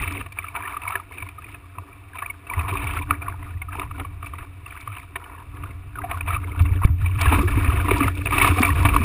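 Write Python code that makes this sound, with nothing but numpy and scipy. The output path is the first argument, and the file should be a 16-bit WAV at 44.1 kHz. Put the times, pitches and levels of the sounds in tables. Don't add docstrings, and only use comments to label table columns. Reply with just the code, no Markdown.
import sys
import numpy as np
from scipy import signal
from scipy.fft import rfft, irfft
from scipy.io import wavfile
from scipy.ndimage import uniform_filter1d, minimum_filter1d

SR = 44100
rng = np.random.default_rng(int(sys.argv[2]) if len(sys.argv) > 2 else 0)


def wrap_up_sound(samples):
    columns = np.atleast_2d(samples).T
    tamed = np.clip(columns, -1, 1)
    steps = np.round(tamed * 32767).astype(np.int16)
    wavfile.write(sys.argv[1], SR, steps)


N = 398663

# (start [s], length [s], level [dB], fineness [dB], churned air [dB])
WAVELETS = [(0.0, 0.082, -31, 5.5, -41), (0.11, 0.097, -34, 1.5, -37.5), (0.38, 0.11, -41, 1, -69),
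            (0.55, .2, -34, -10.5, -52), (0.82, 0.17, -35, -9, -66), (1.11, 0.159, -44, 0, -49.5),
            (1.42, 0.11, -48, 5, -51.5), (1.76, .15, -51, -23, -53), (2.15, .14, -41, -6, -68),
            (2.5, 0.16, -33, -10, -46), (2.69, 0.32, -32, -0.5, -39), (3.1, 0.037, -32.5, -13, -33.5),
            (3.22, 0.11, -39, -15, -45), (3.4, 0.1, -45, -8, -51), (3.73, .1, -34.5, -8.5, -42),
            (3.96, 0.052, -39, -6, -37.5), (4.24, .04, -43, 2, -49), (4.34, 0.101, -46, -4, -49.5),
            (4.66, 0.16, -43, 0.5, -76), (4.87, .15, -42, 0, -72), (5.2, 0.212, -44, -17, -54.5),
            (5.55, .16, -46, -9, -49), (5.98, .08, -42, -23, -41.5), (6.1, 0.078, -33, -11, -46),
            (6.28, 0.069, -29.5, -5, -42.5), (6.42, 0.36, -42, -4.5, -40.5), (6.82, 0.032, -32, -14, -44),
            (7.01, 0.15, -40, 1.5, -48)]
# (pitch [Hz], width [Hz], level [dB])
CASE_TONES = [(274.6, 115, -17.5), (388, 36, -7.5), (461, 52, -12.5), (687, 43, -1), (755, 32, -4.5),
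              (982, 75, -3.5), (1160, 303, 0.5), (1290, 130, -7.5), (1436, 37, -2.5), (1720, 220, -6),
              (1907, 86, -6.5), (2300, 103, 4), (2440, 632, 0), (2595, 250, -1.5), (3020, 150, -8.5),
              (3676, 380, -8.5)]
# (time [s], level [dB])
BOARD_SHAKE = [(0.0, -25.5), (0.35, -42.5), (1.2, -42.5), (2.5, -44.5), (2.6, -28.5), (3.3, -33.5),
               (4.25, -34), (4.78, -42.5), (5.38, -42), (5.62, -32.5), (5.95, -37), (6.35, -24),
               (6.54, -30), (6.63, -18), (6.97, -24), (7.3, -18), (7.75, -21), (8.27, -26.5), (8.45, -21.5),
               (8.64, -22), (8.86, -15.5), (9.04, -21)]
# (pitch [Hz], width [Hz], level [dB])
MOUNT_TONES = [(27.6, 24, -16), (57, 37, -3.5), (87.84, 19.3, 6.5), (122, 22.4, -9.5), (236, 46, -29),
               (288.7, 9.6, -13), (375.8, 22, -32.5)]
# (time [s], level [dB], pitch [Hz], time to fade by 60 dB [s])
HULL_BUMPS = [(0.588, -28, 91.7, 0.33), (1.219, -23.5, 92.3, 0.19), (1.779, -24, 93.56, 0.2),
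              (2.569, -12, 84.6, 0.19), (2.719, -18, 90.2, 0.15), (2.849, -16.5, 84.5, 0.26),
              (2.971, -19, 90, 0.11), (3.108, -25, 94, 0.11), (3.25, -23, 89.7, 0.21),
              (3.548, -19, 92.4, 0.28), (4.001, -23.5, 95.5, 0.12), (4.24, -26, 99, 0.22),
              (4.881, -25, 100, 0.31), (6.37, -17.5, 83, 0.13), (6.605, -2.5, 87.44, 0.14),
              (6.71, -10.5, 87, 0.16), (6.85, 9.5, 81.6, 0.036), (6.899, -2, 84, 0.15), (7.02, -10, 88, .2),
              (7.266, -2.5, 71.6, 0.16), (7.4, -4.5, 73.4, .08), (7.56, -5, 89.2, 0.1),
              (7.682, -6.5, 73, 0.16), (7.77, -9, 75.2, 0.13), (7.93, -7.5, 71.5, 0.096),
              (8.06, -11, 99, 0.12), (8.499, -5, 86.1, 0.093), (8.7, -13, 103.2, .12),
              (8.85, -10, 71.6, 0.22)]
# (pitch [Hz], width [Hz], level [dB])
POCKET_TONES = [(243, 22, 0), (288.2, 18.6, 16), (340, 210, 1), (385, 27, 1), (385, 380, -7),
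                (490, 25.3, -5)]
# (time [s], level [dB], pitch [Hz], time to fade by 60 dB [s])
AIR_GULPS = [(.11, -27, 290, 0.23), (2.729, -26, 385, 0.11), (3.781, -31, 385, 0.17),
             (3.98, -34, 275, 0.17), (7.339, -15, 310, 0.087), (7.385, -16, 212.6, 0.098),
             (7.43, -18, 352, 0.15), (7.574, -10, 289, 0.046), (7.66, -20, 274, 0.078),
             (7.85, -20, 291, .12), (7.914, -2.5, 385, 0.028), (8.009, -10.5, 278, 0.14),
             (8.35, -22, 323.3, .1), (8.517, -12.5, 297, 0.059), (8.604, -4.5, 255.4, 0.057),
             (8.85, -16, 285.3, 0.086), (8.962, -15, 300, 0.031), (9.0, -16.5, 233, 0.11)]
# (pitch [Hz], width [Hz], level [dB])
SPRAY_TONES = [(2670, 150, -50.5), (3520, 460, 13), (4200, 1400, 4.5), (5300, 1700, 3.5)]
# (peak time [s], level over 10 ms [dB])
CASE_DROPS = [(.012, -44), (.125, -46), (0.325, -51.5), (.89, -50), (1.29, -56), (2.7, -59), (2.98, -51),
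              (3.8, -53.5), (4.262, -54), (4.81, -50), (6.622, -50), (6.855, -41.5), (7.216, -30.5),
              (7.415, -49), (8.62, -32.5)]
# (peak time [s], level over 10 ms [dB], pitch [Hz], bubble share [0-1], rough length [s])
SLAPS = [(0.265, -36.5, 1155, 0.38, 0.0065), (0.325, -38.5, 2360, 0.85, 0.0071),
         (0.389, -23.5, 2380, .9, 0.0035), (0.445, -31, 1280, 0.92, 0.0064),
         (0.486, -32.5, 2340, 1, 0.0037), (0.563, -26.5, 2300, 0.5, 0.007), (0.657, -32, 1820, 0.93, 0.009),
         (0.77, -25, 1210, 0.88, 0.0078), (0.821, -35.5, 2630, .55, 0.0046), (0.855, -31, 1220, 1, 0.0045),
         (0.88, -24, 2234, 0.74, .01), (0.908, -28, 1160, .5, 0.0042), (0.926, -27, 1310, 0.55, 0.01),
         (0.957, -20.5, 1730, 0.73, 0.0046), (1.184, -33.5, 2460, .9, .004), (1.226, -30, 2340, .5, 0.0051),
         (1.291, -37, 2416, 0.67, 0.0054), (1.387, -34.5, 1250, 0.88, .011),
         (1.446, -38.5, 2450, .95, .007), (1.548, -36.5, 2550, 0.51, .011),
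         (1.786, -30, 1080, 0.85, 0.0029), (1.932, -44.5, 2380, .95, .007), (2.159, -35, 1006, 0.47, .008),
         (2.19, -30.5, 2310, .3, 0.0083), (2.224, -26.5, 1144, 0.88, .006), (2.263, -30.5, 2416, 1, .004),
         (2.304, -26.5, 2210, 1, 0.0088), (2.472, -38.5, 2653, 0.63, 0.0068),
         (2.501, -28, 2350, 0.88, 0.0041), (2.581, -29, 980, 0.76, .006), (2.596, -27, 2510, 0.67, 0.0087),
         (2.69, -24.5, 1008, 0.21, 0.014), (2.756, -26.5, 1104, .95, 0.0045),
         (2.872, -30.5, 2250, 0.68, 0.0055), (2.973, -25, 1350, 0.7, 0.0063),
         (3.023, -33.5, 2380, 0.86, 0.0062), (3.11, -13.5, 1240, 0.84, 0.0031),
         (3.224, -31.5, 2360, 0.78, .008), (3.265, -39, 1459, .95, .005), (3.284, -24.5, 1099, 1, .006),
         (3.621, -29, 2163, 0.71, 0.0076), (3.689, -33, 1264, 1, 0.0093), (3.736, -49, 1200, 0.91, 0.0041),
         (3.798, -27.5, 2520, 0.46, 0.0033), (3.819, -30, 1190, .55, 0.00507),
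         (3.913, -32.5, 1209, .7, 0.0048), (3.991, -38, 770, 0.46, 0.013),
         (4.001, -30.5, 1229, 0.55, 0.0037), (4.051, -32, 1120, 0.84, 0.0064),
         (4.23, -32.5, 1211, 0.72, 0.006), (4.269, -36.5, 2610, 0.36, 0.0052),
         (4.338, -31.5, 1160, 0.99, 0.0041), (4.389, -35.5, 1350, .2, 0.0086),
         (4.429, -40, 1190, 0.7, 0.0047), (4.664, -37.5, 2700, .95, .005), (4.709, -39, 2357, 0.92, 0.0052),
         (4.877, -29.5, 1195, 1, 0.0042), (4.97, -35.5, 1054, 0.089, .008),
         (5.161, -25, 1824, 0.42, 0.0077), (5.639, -32.5, 1206, 0.65, 0.0066),
         (5.959, -34, 1512, .85, 0.0067), (5.989, -29, 1227, 1, 0.0069), (6.043, -25, 731, 1, 0.013),
         (6.115, -24, 1213, 0.22, 0.005), (6.21, -26, 2440, 0.71, 0.0043),
         (6.287, -28.5, 2366, 0.99, 0.0058), (6.308, -23.5, 1290, 1, 0.006), (6.334, -33, 1190, 0.29, .011),
         (6.353, -30, 2581, .55, 0.0041), (6.366, -23.5, 1199, 1, .006), (6.598, -28, 1185, .2, 0.013),
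         (6.655, -34.5, 1130, 0.66, .007), (6.836, -26.5, 1110, 0.82, 0.005),
         (6.847, -26.5, 1677, 0.045, .005), (7.063, -26, 2380, 0.57, 0.00685),
         (7.216, -21, 2283, 0.36, 0.012), (7.26, -19.5, 1030, .2, 0.0054), (7.328, -17, 860, .3, .012),
         (7.347, -19.5, 1400, 0.16, 0.0078), (7.431, -33, 1197, 0.81, .012), (7.648, -25.5, 1160, .4, .006),
         (7.886, -22.5, 1100, 0.6, 0.0051), (7.913, -19, 1085, .05, 0.0048), (8.008, -17, 1182, 0.71, .008),
         (8.033, -23, 2320, 0.32, 0.0059), (8.083, -20, 1296, 0.66, 0.0053),
         (8.26, -23, 2700, 0.32, 0.0034), (8.273, -22.5, 2440, 0.42, 0.0054),
         (8.31, -24.5, 2307, 0.31, 0.0036), (8.329, -19, 1222, 0.31, 0.012),
         (8.384, -16, 2550, 0.53, 0.0048), (8.417, -13.5, 2247, 0.67, 0.0096),
         (8.434, -21, 1126, 1, 0.0053), (8.448, -12.5, 1196, .7, 0.0054), (8.475, -20, 1150, 0.77, .006),
         (8.588, -24, 732, 0.85, .011), (8.631, -13.5, 2167, 0.17, 0.0072), (8.65, -15.5, 2316, .77, .009),
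         (8.692, -19.5, 1086, 0.98, .006), (8.856, -13.5, 1185, 0.41, .01),
         (8.89, -20.5, 2444, 0.64, 0.0052), (8.942, -20.5, 1118, 0.59, .01),
         (8.965, -12, 1073, 0.98, 0.0026)]
# (start [s], length [s], level [dB], fineness [dB], churned air [dB])
ARM_STROKES = [(7.199, 0.087, -28, 0, -50), (7.317, 0.081, -25, -6, -23), (7.48, 0.41, -31, -3, -32.5),
               (7.889, .16, -28.5, -0.5, -27.5), (8.151, .13, -39.5, 7, -33), (8.334, 0.06, -23, -2.5, -32),
               (8.429, 0.037, -17.5, 0.5, -23.5), (8.572, .11, -25.5, -4.5, -28),
               (8.758, 0.43, -29.5, -3, -31.5)]

WAVELET_RISE_S, WAVELET_DRAIN_S = .015, .028
STROKE_RISE_S, STROKE_DRAIN_S = .02, .05
CALM_DB, CALM_FINENESS_DB, CALM_AIR_DB = -57, -8.5, -54
WAVELET_SPRAY_DB, STROKE_SPRAY_DB = -34, -28
SPRAY_PER_FINENESS = 0.24
TRICKLE_DB, TRICKLE_S = -5.5, 0.42


def from_db(db):
    return 10 ** (np.asarray(db) / 20)


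def rms_one(x):
    return x / np.sqrt(np.mean(x ** 2) + 1e-20)


def sized(x):
    return x * np.sqrt(SR / 100 / np.sum(x * x))


def evened(x, seconds):
    size = max(int(seconds * SR), 8)
    return x / np.sqrt(np.abs(uniform_filter1d(uniform_filter1d(x * x, size), size)) + 1e-12)


def in_time(rows):
    s, value = np.transpose(rows)
    return np.interp(np.arange(N) / SR, s, value)


def drift(rate_hz):
    r = np.exp(-2 * np.pi * rate_hz * 40 / SR)
    slow = signal.lfilter([1], [1, -2 * r, r * r], rng.standard_normal(N // 40 + 2002))[2000:]
    return np.interp(np.arange(N) / 40, np.arange(len(slow)), rms_one(slow))


def dull_noise(size, top_hz, order=2):
    return signal.sosfilt(signal.butter(order, top_hz, fs=SR, output="sos"), rng.standard_normal(size))


def ring(clicks, hz, fade_s):
    r, w = from_db(-60 / (fade_s * SR)), 2 * np.pi * hz / SR
    return signal.lfilter([0, np.sin(w)], [1, -2 * r * np.cos(w), r * r], clicks + 1e-18)


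def tap_sound(tones, size=16384):
    hz = np.arange(size // 2 + 1) * SR / size
    power = sum(from_db(db) ** 2 / (1 + ((hz - centre) / (width * 0.58)) ** 2) ** 2
                for centre, width, db in tones)
    cepstrum = irfft(np.log(power + 1e-12) / 2)
    cepstrum[1:size // 2] *= 2
    cepstrum[size // 2 + 1:] = 0
    return irfft(np.exp(rfft(cepstrum)))[:size // 2]


def through(x, body):
    return signal.fftconvolve(x, body)[:len(x)]


def add(out, s, sound):
    start = max(round(s * SR), 0)
    out[start:start + len(sound)] += sound[:N - start]


def surges():
    t = np.arange(0, N, 40) / SR

    def swell(start, length, rise_s, drain_s):
        return np.exp(np.minimum(t - start, 0) / rise_s - np.maximum(t - start - length, 0) / drain_s)

    flow, air = from_db(CALM_DB) ** 2, from_db(CALM_AIR_DB) ** 2
    fine, mist = flow * CALM_FINENESS_DB, 1e-14
    for rows, rise_s, drain_s, spray_db in ((WAVELETS, WAVELET_RISE_S, WAVELET_DRAIN_S, WAVELET_SPRAY_DB),
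                                            (ARM_STROKES, STROKE_RISE_S, STROKE_DRAIN_S, STROKE_SPRAY_DB)):
        for start, length, db, fine_db, air_db in rows:
            shape = swell(start, length, rise_s, drain_s)
            power = (from_db(db) * shape) ** 2
            flow += power
            fine += power * fine_db
            air += (from_db(air_db) * shape) ** 2
            mist += power * from_db(spray_db + SPRAY_PER_FINENESS * fine_db) ** 2
    for start, length, db, _, _ in ARM_STROKES:
        trickle = swell(start, length, STROKE_RISE_S, TRICKLE_S)
        mist += (from_db(db + STROKE_SPRAY_DB + TRICKLE_DB) * trickle) ** 2
    levels = 10 * np.log10(flow), fine / flow, 10 * np.log10(air), 10 * np.log10(mist)
    return [in_time(np.column_stack([t, db])) for db in levels]


def bubble(t, hz, swell_s, rise):
    age = t / swell_s
    pitch_hz = hz * (1 + rise * np.tanh((age - 1) / 3))
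    return age ** 2 * np.exp(-2 * age) * np.sin(2 * np.pi * np.cumsum(pitch_hz) / SR)


def wash(case, flow_db, fineness_db, low_hz=850, high_hz=3500, split_hz=1700,
         clump_db=3.0, size_db=5.5, foam_db=-4.5):
    stir = from_db(flow_db + 40)
    clumps = from_db(clump_db * drift(30))
    bubbles_per_s = 450 * stir ** .6 * clumps
    born = np.flatnonzero(rng.random(N) < bubbles_per_s / SR)
    bubbles, t = np.zeros(N), np.arange(SR // 40) / SR
    for at, (pitch, size, life) in zip(born, rng.random((len(born), 3))):
        hz = low_hz * (high_hz / low_hz) ** pitch
        height = from_db(size_db * min(-np.log(1 - size), 3.5))
        add(bubbles, at / SR, height * bubble(t, hz, swell_s=3.1 * (.5 + life) / hz, rise=.04 * life))
    foam = evened(through(dull_noise(N, top_hz=3000) * clumps, case), 0.41)
    foam *= from_db(foam_db) * np.maximum(stir, 1) ** 0.37
    water = np.sqrt(np.minimum(stir, 1)) * evened(through(bubbles, case), 0.12) + foam
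    bass = signal.sosfiltfilt(signal.butter(3, split_hz, fs=SR, output="sos"), water)
    water = evened(bass + from_db(fineness_db) * (water - bass), .04)
    ripple_db = drift(22)
    return from_db(flow_db + ripple_db) * water


def board(gain_db=-.5, lumpy_db=3.5, softness=0.038):
    shaking = through(rng.standard_normal(N) * from_db(lumpy_db * drift(8.2)), tap_sound(MOUNT_TONES))
    out = from_db(in_time(BOARD_SHAKE) + gain_db) * evened(shaking, 0.055)
    t = np.arange(SR // 3) / SR
    for s, db, hz, fade_s in HULL_BUMPS:
        build_up = 1 - np.exp(-t / (softness * fade_s))
        add(out, s, from_db(db) * ring(t == 0, hz, fade_s) * build_up)
    return out


def open_sea(case, level_db=-54):
    return from_db(level_db) * rms_one(through(dull_noise(N, top_hz=1500, order=1), case))


def churn(air_db, gain_db=-2.5, lumpy_db=3.5, gulp_rise_s=0.0019):
    rolling = rng.standard_normal(N) * from_db(lumpy_db * drift(30))
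    out = from_db(air_db + gain_db) * evened(through(rolling, tap_sound(POCKET_TONES)), 0.062)
    t = np.arange(SR // 4) / SR
    for s, db, hz, fade_s in AIR_GULPS:
        add(out, s, from_db(db) * ring(t == 0, hz, fade_s) * (1 - np.exp(-t / gulp_rise_s)))
    return out


def spray(spray_db, gain_db=1.5, drop_s=0.0034, floor_db=-71):
    fizz, t = tap_sound(SPRAY_TONES), np.arange(-SR // 50, SR // 50) / SR
    hiss = rng.standard_normal(N) * from_db(2.5 * drift(70))
    out = (from_db(spray_db + gain_db) + from_db(floor_db)) * evened(through(hiss, fizz), 0.34)
    for s, db in CASE_DROPS + stray_drops(spray_db):
        tick = through(rng.standard_normal(len(t)) * np.exp(-(t / drop_s) ** 2), fizz)
        add(out, s + t[0], from_db(db) * sized(tick))
    return out


def stray_drops(spray_db, per_s=14, over_spray_db=10.0, spread_db=5):
    draws = rng.random((240, 3))
    return [(when * N / SR, spray_db[int(when * N)] + over_spray_db + spread_db * (2 * size - 1))
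            for chance, when, size in draws if chance < per_s * N / SR / len(draws)]


def slaps(case, flow_db, runoff_db=-22, runoff_s=0.025, thud_db=-15):
    out, t = np.zeros(N), np.arange(SR // 6) / SR
    thud = from_db(thud_db) * sized(tap_sound(MOUNT_TONES)[:len(t)])
    for s, db, hz, share, length in SLAPS + stray_slaps(flow_db):
        share = np.clip(share, .02, .93)
        swell_s = .55 * length
        plip = through(bubble(t, hz, swell_s, rise=0.045 * rng.normal()), case)
        hit = np.exp(-((t - swell_s) / (0.97 * length)) ** 2)
        runoff = from_db(runoff_db) * np.exp(-t / runoff_s) * np.minimum(t / swell_s, 1)
        spatter = (hit + runoff) * evened(dull_noise(len(t), top_hz=3000), 0.00091)
        pocket = ring(spatter, hz, fade_s=0.64 / hz)
        spatter = through(sized(spatter) + 0.54 * sized(pocket), case)
        sound = sized(np.sqrt(share) * sized(plip) + np.sqrt(1 - share) * sized(spatter))
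        add(out, s - swell_s - .001, from_db(db) * (sound + thud))
    return out


def stray_slaps(flow_db, per_s=7, over_flow_db=3.0, spread_db=3,
                low_hz=1150, high_hz=3000, length_s=0.004975):
    draws = rng.random((240, 5))
    return [(when * N / SR, flow_db[int(when * N)] + over_flow_db + spread_db * (2 * size - 1),
             low_hz * (high_hz / low_hz) ** pitch, np.sqrt(share), length_s)
            for chance, when, size, pitch, share in draws if chance < per_s * N / SR / len(draws)]


def limiter(x, release_db_per_s=40, size=88):
    climb = release_db_per_s * np.arange(N) / SR
    over_db = 20 * np.log10(np.maximum(np.abs(x).max(axis=0), 1))
    over_db = np.maximum.accumulate(over_db + climb) - climb
    return x * from_db(uniform_filter1d(minimum_filter1d(-over_db, size), size))


def scene(hiss_db=-77):
    case = tap_sound(CASE_TONES)
    flow_db, fineness_db, air_db, spray_db = surges()
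    water = slaps(case, flow_db) + wash(case, flow_db, fineness_db) + spray(spray_db) + churn(air_db)
    return water + board() + open_sea(case) + from_db(hiss_db) * rng.standard_normal((2, N))


def record(dry, coarse_hz=12000, top_hz=15200):
    coarse = signal.resample_poly(limiter(dry), coarse_hz, SR, axis=1)
    coarse = signal.sosfilt(signal.butter(1, 5700, fs=coarse_hz, output="sos"), coarse)
    steps = np.repeat(np.clip(coarse, -.9, .9), 4, axis=1)
    fizzy = signal.resample_poly(steps, SR, 4 * coarse_hz, axis=1)[:, :N]
    return signal.sosfilt(signal.butter(28, top_hz, fs=SR, output="sos"), fizzy)


dry = scene()
out = record(dry)
wrap_up_sound(out)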